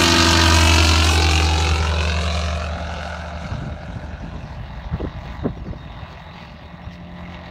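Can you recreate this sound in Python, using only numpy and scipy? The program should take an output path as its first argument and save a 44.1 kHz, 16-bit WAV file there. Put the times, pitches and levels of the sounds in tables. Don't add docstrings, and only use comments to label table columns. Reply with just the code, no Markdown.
import sys
import numpy as np
from scipy import signal
from scipy.fft import rfft, irfft
from scipy.io import wavfile
from scipy.ndimage import uniform_filter1d, minimum_filter1d, map_coordinates

SR = 44100
rng = np.random.default_rng(int(sys.argv[2]) if len(sys.argv) > 2 else 0)


def store_pcm(level_fs):
    pcm = np.round(np.clip(level_fs, -1, 1) * 32767).astype(np.int16)
    wavfile.write(sys.argv[1], SR, np.atleast_2d(pcm).T)


N = 330750
TIME = np.arange(N) / SR
CUTOFF_HZ = 15700


def from_db(db):
    return 10 ** (np.asarray(db) / 20)


def rms_one(x):
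    return x / np.sqrt(np.mean(x ** 2) + 1e-20)


def evened(x):
    return x / np.sqrt(uniform_filter1d(x * x, size=6000) + 1e-12)


def in_time(rows):
    s, *columns = np.transpose(rows)
    return [np.interp(TIME, s, column) for column in columns]


def hump(s, half_s):
    return np.exp(-((TIME - s) / half_s) ** 2 / 2)


def receding(near, far, half_s, width_s):
    return far + (near - far) * (1 - np.tanh((TIME - half_s) / width_s)) / 2


def drift(rate_hz):
    step = 40
    r = np.exp(-2 * np.pi * rate_hz * step / SR)
    noise = rng.standard_normal(N // step + 2002)
    slow = rms_one(signal.lfilter([1], [1, -2 * r, r * r], noise)[2000:])
    return np.interp(np.arange(N) / step, np.arange(len(slow)), slow)


def coloured(x, spectrum):
    hz, db = np.transpose(spectrum)
    bins = np.maximum(np.fft.rfftfreq(N, 1 / SR), 1)
    gain = from_db(np.interp(np.log(bins), np.log(hz), db))
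    return rms_one(irfft(rfft(x) * gain, N))


def band(x, edges_hz, kind, order=2):
    return signal.sosfilt(signal.butter(order, edges_hz, kind, fs=SR, output="sos"), x)


def dulled(x, corner_hz):
    return signal.sosfiltfilt(signal.butter(1, corner_hz, fs=SR, output="sos"), x + 1e-18)


def delayed(x, lag_ms):
    return map_coordinates(x, [np.arange(N) - lag_ms * SR / 1000], order=3)


def background_hiss():
    return from_db(-80.0) * rng.standard_normal(N)


# start_s, length_s, first_hz, last_hz, level_db (before the bird's fader), quiver_share (of pitch)
BIRD_NOTES = [(4.54, 0.22, 3080, 2710, -67, 0.022), (5.09, 0.1, 4870, 4550, -79, 0.0088),
              (5.56, 0.053, 5900, 5300, -71, .014), (5.635, 0.041, 5200, 4950, -74, .014),
              (5.66, .03, 4650, 4400, -65, .012), (5.715, 0.029, 5300, 4950, -72, .012),
              (5.773, 0.093, 3710, 3690, -58.5, 0.0087), (5.857, 0.19, 3700, 3660, -62.5, 0.026),
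              (6.184, 0.26, 3770, 3720, -63, 0.042), (6.33, 0.12, 4670, 4540, -65, 0.024),
              (6.52, .125, 4980, 4760, -70.5, 0.013), (6.635, .03, 4760, 4280, -71, 0.014),
              (6.82, .05, 5420, 5620, -70, .022), (7.436, .07, 4210, 3860, -63, .02)]


def bird():
    out, quiver, flutter = np.zeros(N), drift(290), from_db(2 * drift(40))
    for s, length_s, first_hz, last_hz, db, rough in BIRD_NOTES:
        on = (TIME >= s) & (TIME < s + length_s)
        part = (TIME[on] - s) / length_s
        hz = (first_hz + (last_hz - first_hz) * part) * (1 + rough * quiver[on])
        swell = np.sqrt(2 * np.abs(np.sin(np.pi * part)))
        out[on] += from_db(db) * swell * np.sin(2 * np.pi * np.cumsum(hz) / SR)
    return out * flutter


# pitch_hz, relative_level_db (per Hz)
WIND_COLOUR = [(20, -11), (35, -6), (55, 7), (80, 2), (150, -1), (230, -6.5), (400, -17.5), (700, -24),
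               (1500, -27), (5000, -63)]
# centre_s, half_length_s (of the bell in power), level_db, low_pass_hz
GUSTS = [(.3, 0.27, -32.5, 291.4), (1.746, 0.046, -28.5, 148), (2.76, 0.12, -34.5, 200),
         (3.57, 0.11, -31, 500), (4.146, 0.29, -33.5, 586), (4.843, 0.44, -33, 121),
         (5.577, 0.25, -34, 312)]
BREEZE_DB = -41.5


def wind(lumpy_db):
    def eddies():
        lumpy = rng.standard_normal(N) * from_db(lumpy_db * drift(35))
        return coloured(lumpy, WIND_COLOUR)

    out = from_db(BREEZE_DB) * evened(eddies())
    for s, half_s, db, top_hz in GUSTS:
        out += from_db(db) * np.sqrt(hump(s, half_s)) * evened(band(eddies(), top_hz, "low"))
    return out


# centre_s, level_db, half_length_s, centre_hz
BUFFETS = [(3.518, -21, 0.009, 80), (3.645, -36, 0.018, 149), (3.682, -28, 0.0079, 130),
           (3.905, -29, 0.0083, 89.5), (3.975, -34, 0.012, 129), (4.233, -38, 0.0044, 176),
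           (4.266, -35, 0.016, 159), (4.348, -38, 0.012, 239), (4.941, -21.5, 0.016, 95),
           (5.007, -24.5, 0.0055, 296), (5.045, -22.5, 0.0053, 247), (5.061, -23.5, 0.022, 67),
           (5.457, -20.5, 0.012, 317), (5.466, -23, 0.023, 133), (5.575, -32.5, 0.0035, 286),
           (5.668, -33.5, 0.01, 312), (5.694, -29.5, 0.02, 117), (5.734, -29, 0.0037, 282),
           (6.018, -37.5, 0.03, 93), (6.873, -25, 0.0065, 59.7)]
BUFFET_OCTAVES = 1.48
TEAR_DB = -15
# low_hz, high_hz
TEAR_BAND = [500, 1610]


def buffets():
    out, t = np.zeros(N), np.arange(-SR // 4, SR // 4) / SR
    for s, db, half_s, centre_hz in BUFFETS:
        swell = np.exp(-(t / half_s) ** 2 / 2)
        edges_hz = centre_hz * 2 ** (BUFFET_OCTAVES * np.array([-.5, .5]))
        eddy = band(rng.standard_normal(len(t)), edges_hz, "band")
        tear = from_db(TEAR_DB) * rms_one(band(rng.standard_normal(len(t)), TEAR_BAND, "band"))
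        puff = swell * band(eddy + swell * np.abs(eddy) * tear, 1500, "low", order=4)
        same_energy = np.sqrt(np.sum(swell ** 2) / np.sum(puff ** 2))
        at = round((s + t[0]) * SR)
        out[at:at + len(t)] += from_db(db) * puff * same_energy
    return out


# centre_s, peak_db, half_length_s
KNOCKS = [(3.457, -17, 0.0018), (3.553, -17, 0.0019), (3.559, -27, 0.0012), (3.587, -19, .002),
          (3.667, -19, 0.0015), (3.69, -20, 0.0023), (3.969, -22, 0.0017), (4.243, -21.5, 0.0015),
          (4.285, -21, 0.0018), (4.364, -28, 0.00095), (4.94, -12, 0.002), (5.016, -13, 0.00057),
          (5.051, -13, 0.00077), (5.462, -9.5, 0.00065), (5.467, -9, 0.00096), (5.658, -29, 0.00096),
          (5.708, -17, 0.0032), (5.861, -27, 0.0016), (6.031, -22, 0.0027)]


def knocks():
    out, t = np.zeros(N), np.arange(-SR // 20, SR // 20) / SR
    for s, db, half_s in KNOCKS:
        at, u = round((s + t[0]) * SR), (t / half_s) ** 2
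        out[at:at + len(t)] += from_db(db) * (u - 1) * np.exp(-u / 2)
    return out


# time_s, lag_ms
ECHO_LAG = [(0, 3.22), (.5, 3.24), (.7, 3.04), (1.0, 2.92), (1.22, 2.56), (1.45, 2.47), (1.85, 2.14),
            (2.25, 1.77), (2.65, 1.58), (2.85, 1.39), (3.8, 1.32), (4.7, 1.08), (6.2, 1.11), (7.5, 1.07)]


def tarmac_echo(x, low_gain, far_gain, blur_hz, wander_ms):
    lag_ms, = in_time(ECHO_LAG)
    high_gain = receding(near=0.91, far=far_gain, half_s=1.26, width_s=1.6)
    low = dulled(x, blur_hz)
    mirrored = low_gain * low + high_gain * (x - low)
    return x + delayed(mirrored, lag_ms + wander_ms * drift(6.8))


BANK_S, BANK_HALF_S = 7.28, 0.42


def fading(near_db, far_db, half_s, width_s, bank_db):
    return receding(near_db, far_db, half_s, width_s) + bank_db * hump(BANK_S, BANK_HALF_S)


def tone(turns, waver_db, smear):
    phase = 2 * np.pi * (turns + rng.random()) + smear * drift(11.7)
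    return np.sqrt(2) * np.sin(phase) * from_db(waver_db * drift(1.77))


LINE_WAVER_DB, LINE_SMEAR = 1.6, .06


def lines(cycle, table):
    return sum(from_db(db) * tone(k * cycle, LINE_WAVER_DB, LINE_SMEAR) for k, db in table)


def swish(blade):
    place, sharpness = .62, 3
    gate = rms_one(np.exp(sharpness * np.cos(2 * np.pi * (blade - place))))
    noise = rms_one(band(rng.standard_normal(N), [900, 1900], "band"))
    level_db = receding(near=-25, far=-63.5, half_s=1.26, width_s=0.59)
    return from_db(level_db) * gate * noise


def buzz(blade, cycle, fall_db):
    centre = receding(near=18.7, far=8.96, half_s=0.14, width_s=2.06)
    level_db = fading(near_db=-29.5, far_db=-55.0, half_s=2.86, width_s=1.98, bank_db=6.0)
    out = 0
    for k in range(8, 21):
        line_db = level_db - fall_db * np.abs(k - centre)
        out = out + from_db(line_db) * tone(k * blade - 2 * cycle, waver_db=0.5, smear=0.21)
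    return out


LOBE_S, LOBE_DB, LOBE_RISE_DB_PER_S, LOBE_FALL_DB_PER_S = 0.56, -16, 17.5, 6
TAIL_ON_S, TAIL_ON_DB, BLADE_FAR_DB = 2.75, -5.5, -52


def blade_level(bank_db):
    before_db, after_db = LOBE_RISE_DB_PER_S * (LOBE_S - TIME), LOBE_FALL_DB_PER_S * (TIME - LOBE_S)
    lobe_db = LOBE_DB - np.maximum(before_db, after_db)
    tail_db = receding(0, TAIL_ON_DB, TAIL_ON_S, width_s=0.093)
    return np.maximum(lobe_db + tail_db, BLADE_FAR_DB + bank_db * hump(BANK_S, BANK_HALF_S))


# harmonic, level_db (before their shared fade)
OVERTONES = [(2, 4), (3, -4.5), (4, -7.5), (5, -22)]
# cycle_multiple, level_db (before their shared fade)
THROB_LINES = [(2, -4.5), (3, -11.5), (4, 2.5)]
# cycle_multiple, level_db (before fade)
GROWL_LINES = [(5, -12), (6, -9), (7, -9.5), (8, -7), (9, -11.5), (10, -18.5), (11, -9.5)]


def drone(blade, cycle):
    overtone_db = fading(near_db=-23.0, far_db=-57.0, half_s=1.76, width_s=0.89, bank_db=-11)
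    throb_db = fading(near_db=-32.0, far_db=-56.5, half_s=3.02, width_s=1.32, bank_db=11.5)
    growl_db = fading(near_db=-34.0, far_db=-60.0, half_s=3.0, width_s=1.0, bank_db=16.5)
    hum = from_db(blade_level(bank_db=4.0)) * tone(blade, waver_db=-0.5, smear=0.033)
    overtones = sum(from_db(db) * tone(k * blade, LINE_WAVER_DB, 2 * LINE_SMEAR) for k, db in OVERTONES)
    throb = from_db(throb_db) * lines(cycle, THROB_LINES)
    growl = from_db(growl_db) * lines(cycle, GROWL_LINES)
    return hum + from_db(overtone_db) * overtones + throb + growl


# centre_s, half_length_s, bass_db, treble_db
SWELLS = [(1.227, 0.51, -2.5, 4.5), (2.063, 0.063, -0.5, 5), (2.36, 0.15, -0.5, 9), (3.07, 0.11, 2.5, 4.5),
          (3.49, 0.075, 1, 5), (3.74, 0.1, -1.5, -2.5), (4.934, 0.2, 3.5, 4.5), (5.31, 0.088, 6, 6.5),
          (5.612, 0.12, -1.5, 0), (6.091, 0.16, 6.5, 5), (6.41, 0.073, 3.5, 7), (6.933, 0.025, -3, 9),
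          (7.063, 0.12, -6, -3), (7.2, 0.025, 3, 3), (7.33, 0.025, 1.5, 4.5), (7.473, 0.022, 0, 5.5)]


def exhaust_levels(flicker_db):
    bass_db = sum(db * hump(s, half_s) for s, half_s, db, _ in SWELLS)
    treble_db = sum(db * hump(s, half_s) for s, half_s, _, db in SWELLS) + flicker_db * drift(5.5)
    roar_db = fading(near_db=-16.5, far_db=-47.5, half_s=2.72, width_s=2.5, bank_db=6.5) + bass_db
    rasp_db = fading(near_db=-20.5, far_db=-51.0, half_s=2.09, width_s=1.39, bank_db=6.5)
    rasp_db = rasp_db + (bass_db + treble_db) / 2
    hiss_db = fading(near_db=-20.5, far_db=-65.5, half_s=2.2, width_s=1.85, bank_db=1.5) + treble_db
    return roar_db, rasp_db, hiss_db


# cycle_place (0-1),
# level_db (in full for the shocks, halved for the puffs)
FIRINGS = [(0, 2.5), (0.27, -6)]
PUFF_SPREAD_DB, SHOCK_SPREAD_DB = 1.5, 2.5


def exhaust_bursts(cycle, cycle_hz, crack_s, tail_s, tail_db, repeat, crack_hz):
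    crack_db = receding(near=7.26, far=2.8, half_s=2.7, width_s=0.48)
    burst = 0
    for place, db in FIRINGS:
        age_s = ((cycle - place) % 1) / cycle_hz
        firing = (cycle + 1 - place).astype(int)
        uneven_db = PUFF_SPREAD_DB * np.tanh(rng.standard_normal(size=400))[firing]
        decay = np.exp(-age_s / crack_s) + from_db(tail_db) * np.exp(-age_s / tail_s)
        burst = burst + from_db(crack_db + db / 2 + uneven_db) * decay
    pattern = rng.standard_normal(size=256)
    places = np.arange(len(pattern)) / len(pattern)
    repeated = np.interp(cycle + 0.0033 * drift(11.3), places, pattern, period=1)
    rush = rng.standard_normal(N) + repeat * band(repeated, [1800, 4500], "band")
    crack = rush * (np.sqrt(1 + burst ** 2) - 1)
    return rush + band(crack, crack_hz, "low", order=1)


def shimmer(x, near_db, far_db):
    bins, centres_hz = np.fft.rfftfreq(N, 1 / SR), np.geomspace(500, 8000, num=16)
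    spectrum, patchy_db = rfft(x), receding(near_db, far_db, half_s=4.9, width_s=1.0)
    out = 0
    for peak in np.eye(len(centres_hz)):
        region = irfft(spectrum * np.interp(bins, centres_hz, peak), N)
        out = out + region * from_db(patchy_db * drift(12.5))
    return out


# pitch_hz, relative_level_db (per Hz)
ABEAM = [(60, -7), (150, -24), (300, -1), (600, -5.5), (1200, -4), (1550, -5), (2100, -6), (2900, 2),
         (3600, -2.5), (4200, 3), (5000, -2), (6500, -3.5), (10400, -17), (15700, -26.5)]
# pitch_hz, relative_level_db (per Hz)
ASTERN = [(60, -2), (200, 0), (600, -1.5), (1150, 2.5), (1550, 4), (1950, -4.5), (2600, 6), (3200, -5.5),
          (3800, 1.5), (4900, -13.5), (6000, -12), (8000, -24.5), (10300, -33.5), (11500, -42),
          (15700, -83)]
# pitch_hz, relative_level_db (per Hz)
FAR = [(60, -33), (200, -25), (400, 11), (650, 9), (1000, 4), (1400, 3), (1900, 5), (2350, -5),
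       (3200, -9.5), (3800, -9), (4800, -23), (6500, -32.5), (8000, -44.5), (10400, -51), (15700, -42)]


def exhaust_noise(bursts, roar_db, rasp_db, hiss_db):
    turns_at_s = [.6, 2.3, 3.1, 4.6]
    noise = np.interp(TIME, turns_at_s, [0.44, 0.041, 0.1, 0.00053]) * coloured(bursts, ABEAM)
    noise += np.interp(TIME, turns_at_s, [0.017, 1, 1.0, 0.0066]) * coloured(bursts, ASTERN)
    noise += np.interp(TIME, turns_at_s, [0.0, 0.2, 0.6, 0.46]) * coloured(bursts, FAR)
    roar_db = roar_db + receding(near=-6.5, far=-3.0, half_s=0.69, width_s=0.5)
    hiss_db = hiss_db + receding(near=-0.4, far=4.1, half_s=2.6, width_s=0.8)
    roar = from_db(roar_db) * evened(band(noise, 1827, "low", order=6))
    rasp = from_db(rasp_db - 2.0) * evened(band(noise, [1800, 4800], "band", order=5))
    hiss = from_db(hiss_db) * evened(band(noise, 4505, "high", order=6))
    return roar + rasp + hiss


# centre_s, half_length_s, level_db
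RING_SWELLS = [(0.763, 0.17, 11), (1.33, 0.097, 16.5), (2.046, 0.078, 13.5)]
RING_HZ, RING_WIDTH_HZ = 2600, 146
SHOCK_LAG_S = 0.00024
PIPE_TRIP_MS = 0.747
EDGE_DB = -20


def exhaust_shocks(cycle, uneven_db, jitter_s, near_low_hz, far_low_hz, near_hz, far_hz, pipe_hz):
    clicks = np.zeros(N + 1)
    for place, db in FIRINGS:
        s = np.interp(np.arange(1, int(cycle[-1])) + place, cycle, TIME)
        late, strong = rng.standard_normal((len(s), 2)).T
        position = np.clip((s + SHOCK_LAG_S + jitter_s * late) * SR, 0, N - 1)
        at, part = np.divmod(position, 1)
        strength = from_db(db + uneven_db * np.tanh(strong))
        clicks[at.astype(int)] += strength * (1 - part)
        clicks[at.astype(int) + 1] += strength * part

    def front(low_hz, top_hz):
        shape = band(signal.unit_impulse(256), low_hz, "high", order=1)
        shape = band(shape, top_hz, "low", order=4)
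        return np.convolve(clicks, shape / shape.max())[:N]

    sharp = receding(near=0.97, far=0, half_s=1.6, width_s=0.51)
    edge = from_db(EDGE_DB) * front(near_low_hz, CUTOFF_HZ) * CUTOFF_HZ / near_hz
    near_shocks = front(near_low_hz, near_hz) + sharp * edge
    shocks = sharp * near_shocks + (1 - sharp) * front(far_low_hz, far_hz)
    peak = signal.iirpeak(RING_HZ, RING_HZ / RING_WIDTH_HZ, fs=SR)
    ring_gain = sum(from_db(db) * hump(s, half_s) for s, half_s, db in RING_SWELLS)
    ring = ring_gain * signal.lfilter(*peak, shocks + 1e-18)
    return_gain = receding(near=0.33, far=0.75, half_s=0.8, width_s=.7)
    return shocks + ring + return_gain * delayed(dulled(shocks, pipe_hz), PIPE_TRIP_MS)


# time_s, blade_rate_hz
BLADE_RATE = [(0, 85.2), (.3, 83.0), (.5, 81.75), (.75, 80.6), (1, 79.75), (1.25, 78.9), (1.6, 78.35),
              (2, 77.5), (3, 76.65), (4, 76.45), (4.7, 76.42), (5.15, 76.7), (5.8, 76.3), (6.3, 76.2),
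              (6.7, 76.15), (7.1, 76.67), (7.5, 76.95)]
# cycle_multiple, level_db (against the roar level)
ROAR_LINES = [(13, -18.5), (14, -19), (15, -18.5), (16, -23), (18, -20.5), (19, -18), (20, -22.5),
              (22, -21.5), (23, -22), (24, -20), (26, -20.5), (27, -17), (28, -25.5), (29, -22.5),
              (30, -16.5), (31, -18.5), (33, -25), (34, -20.5), (35, -38), (38, -23.5)]
# cycle_multiple, level_db (before their shared level)
RING_LINES = [(54, -17), (55, -6), (59, -47), (61, -39), (62, -16), (63, -14)]
CYCLE_PER_BLADE = .570
FLICKER_DB = .8
RING_FAR_DB, RING_FADE_S = -14, 2.8


def plane():
    blade_hz, = in_time(BLADE_RATE)
    blade = np.cumsum(blade_hz) / SR
    cycle = CYCLE_PER_BLADE * blade + .2
    roar_db, rasp_db, hiss_db = exhaust_levels(FLICKER_DB)

    bursts = exhaust_bursts(cycle, CYCLE_PER_BLADE * blade_hz, crack_s=0.0029, tail_s=0.0047, tail_db=-3.0,
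                            repeat=0.61, crack_hz=3840)
    rush = exhaust_noise(shimmer(bursts, near_db=2.45, far_db=2.5), roar_db, rasp_db, hiss_db)

    shock_db = rasp_db + receding(near=17.04, far=1.06, half_s=3.6, width_s=0.7)
    shock_db = shock_db + receding(near=0, far=5.8, half_s=4.9, width_s=0.85)
    shocks = from_db(shock_db) * exhaust_shocks(
        cycle, uneven_db=SHOCK_SPREAD_DB, jitter_s=0.00003, near_low_hz=1130, far_low_hz=585,
        near_hz=6550, far_hz=3960, pipe_hz=5460)

    ring_db = rasp_db + receding(near=-4.6, far=RING_FAR_DB, half_s=RING_FADE_S, width_s=0.3)
    notes = from_db(roar_db) * lines(cycle, ROAR_LINES) + from_db(ring_db) * lines(cycle, RING_LINES)
    direct = drone(blade, cycle) + buzz(blade, cycle, fall_db=6.0) + swish(blade) + rush + notes
    rattle = tarmac_echo(shocks, low_gain=0.47, far_gain=0.61, blur_hz=1560, wander_ms=0.018)
    return rattle + tarmac_echo(direct, low_gain=0.79, far_gain=0.034, blur_hz=1490, wander_ms=0.018)


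def scene():
    on_microphone = wind(lumpy_db=5.0) + buffets() + knocks()
    return (background_hiss() + from_db(7.0) * bird() + on_microphone + plane())[None]


def limited(x):
    ceiling = .96
    gain = np.minimum(1, ceiling / (np.abs(x) + 1e-9))
    return x * uniform_filter1d(minimum_filter1d(gain, size=89), size=89)


def record(dry):
    heard = limited(band(dry, 32, "high"))
    return signal.sosfiltfilt(signal.ellip(12, .1, 45, CUTOFF_HZ, fs=SR, output="sos"), heard)


dry = scene()
out = record(dry)
store_pcm(out)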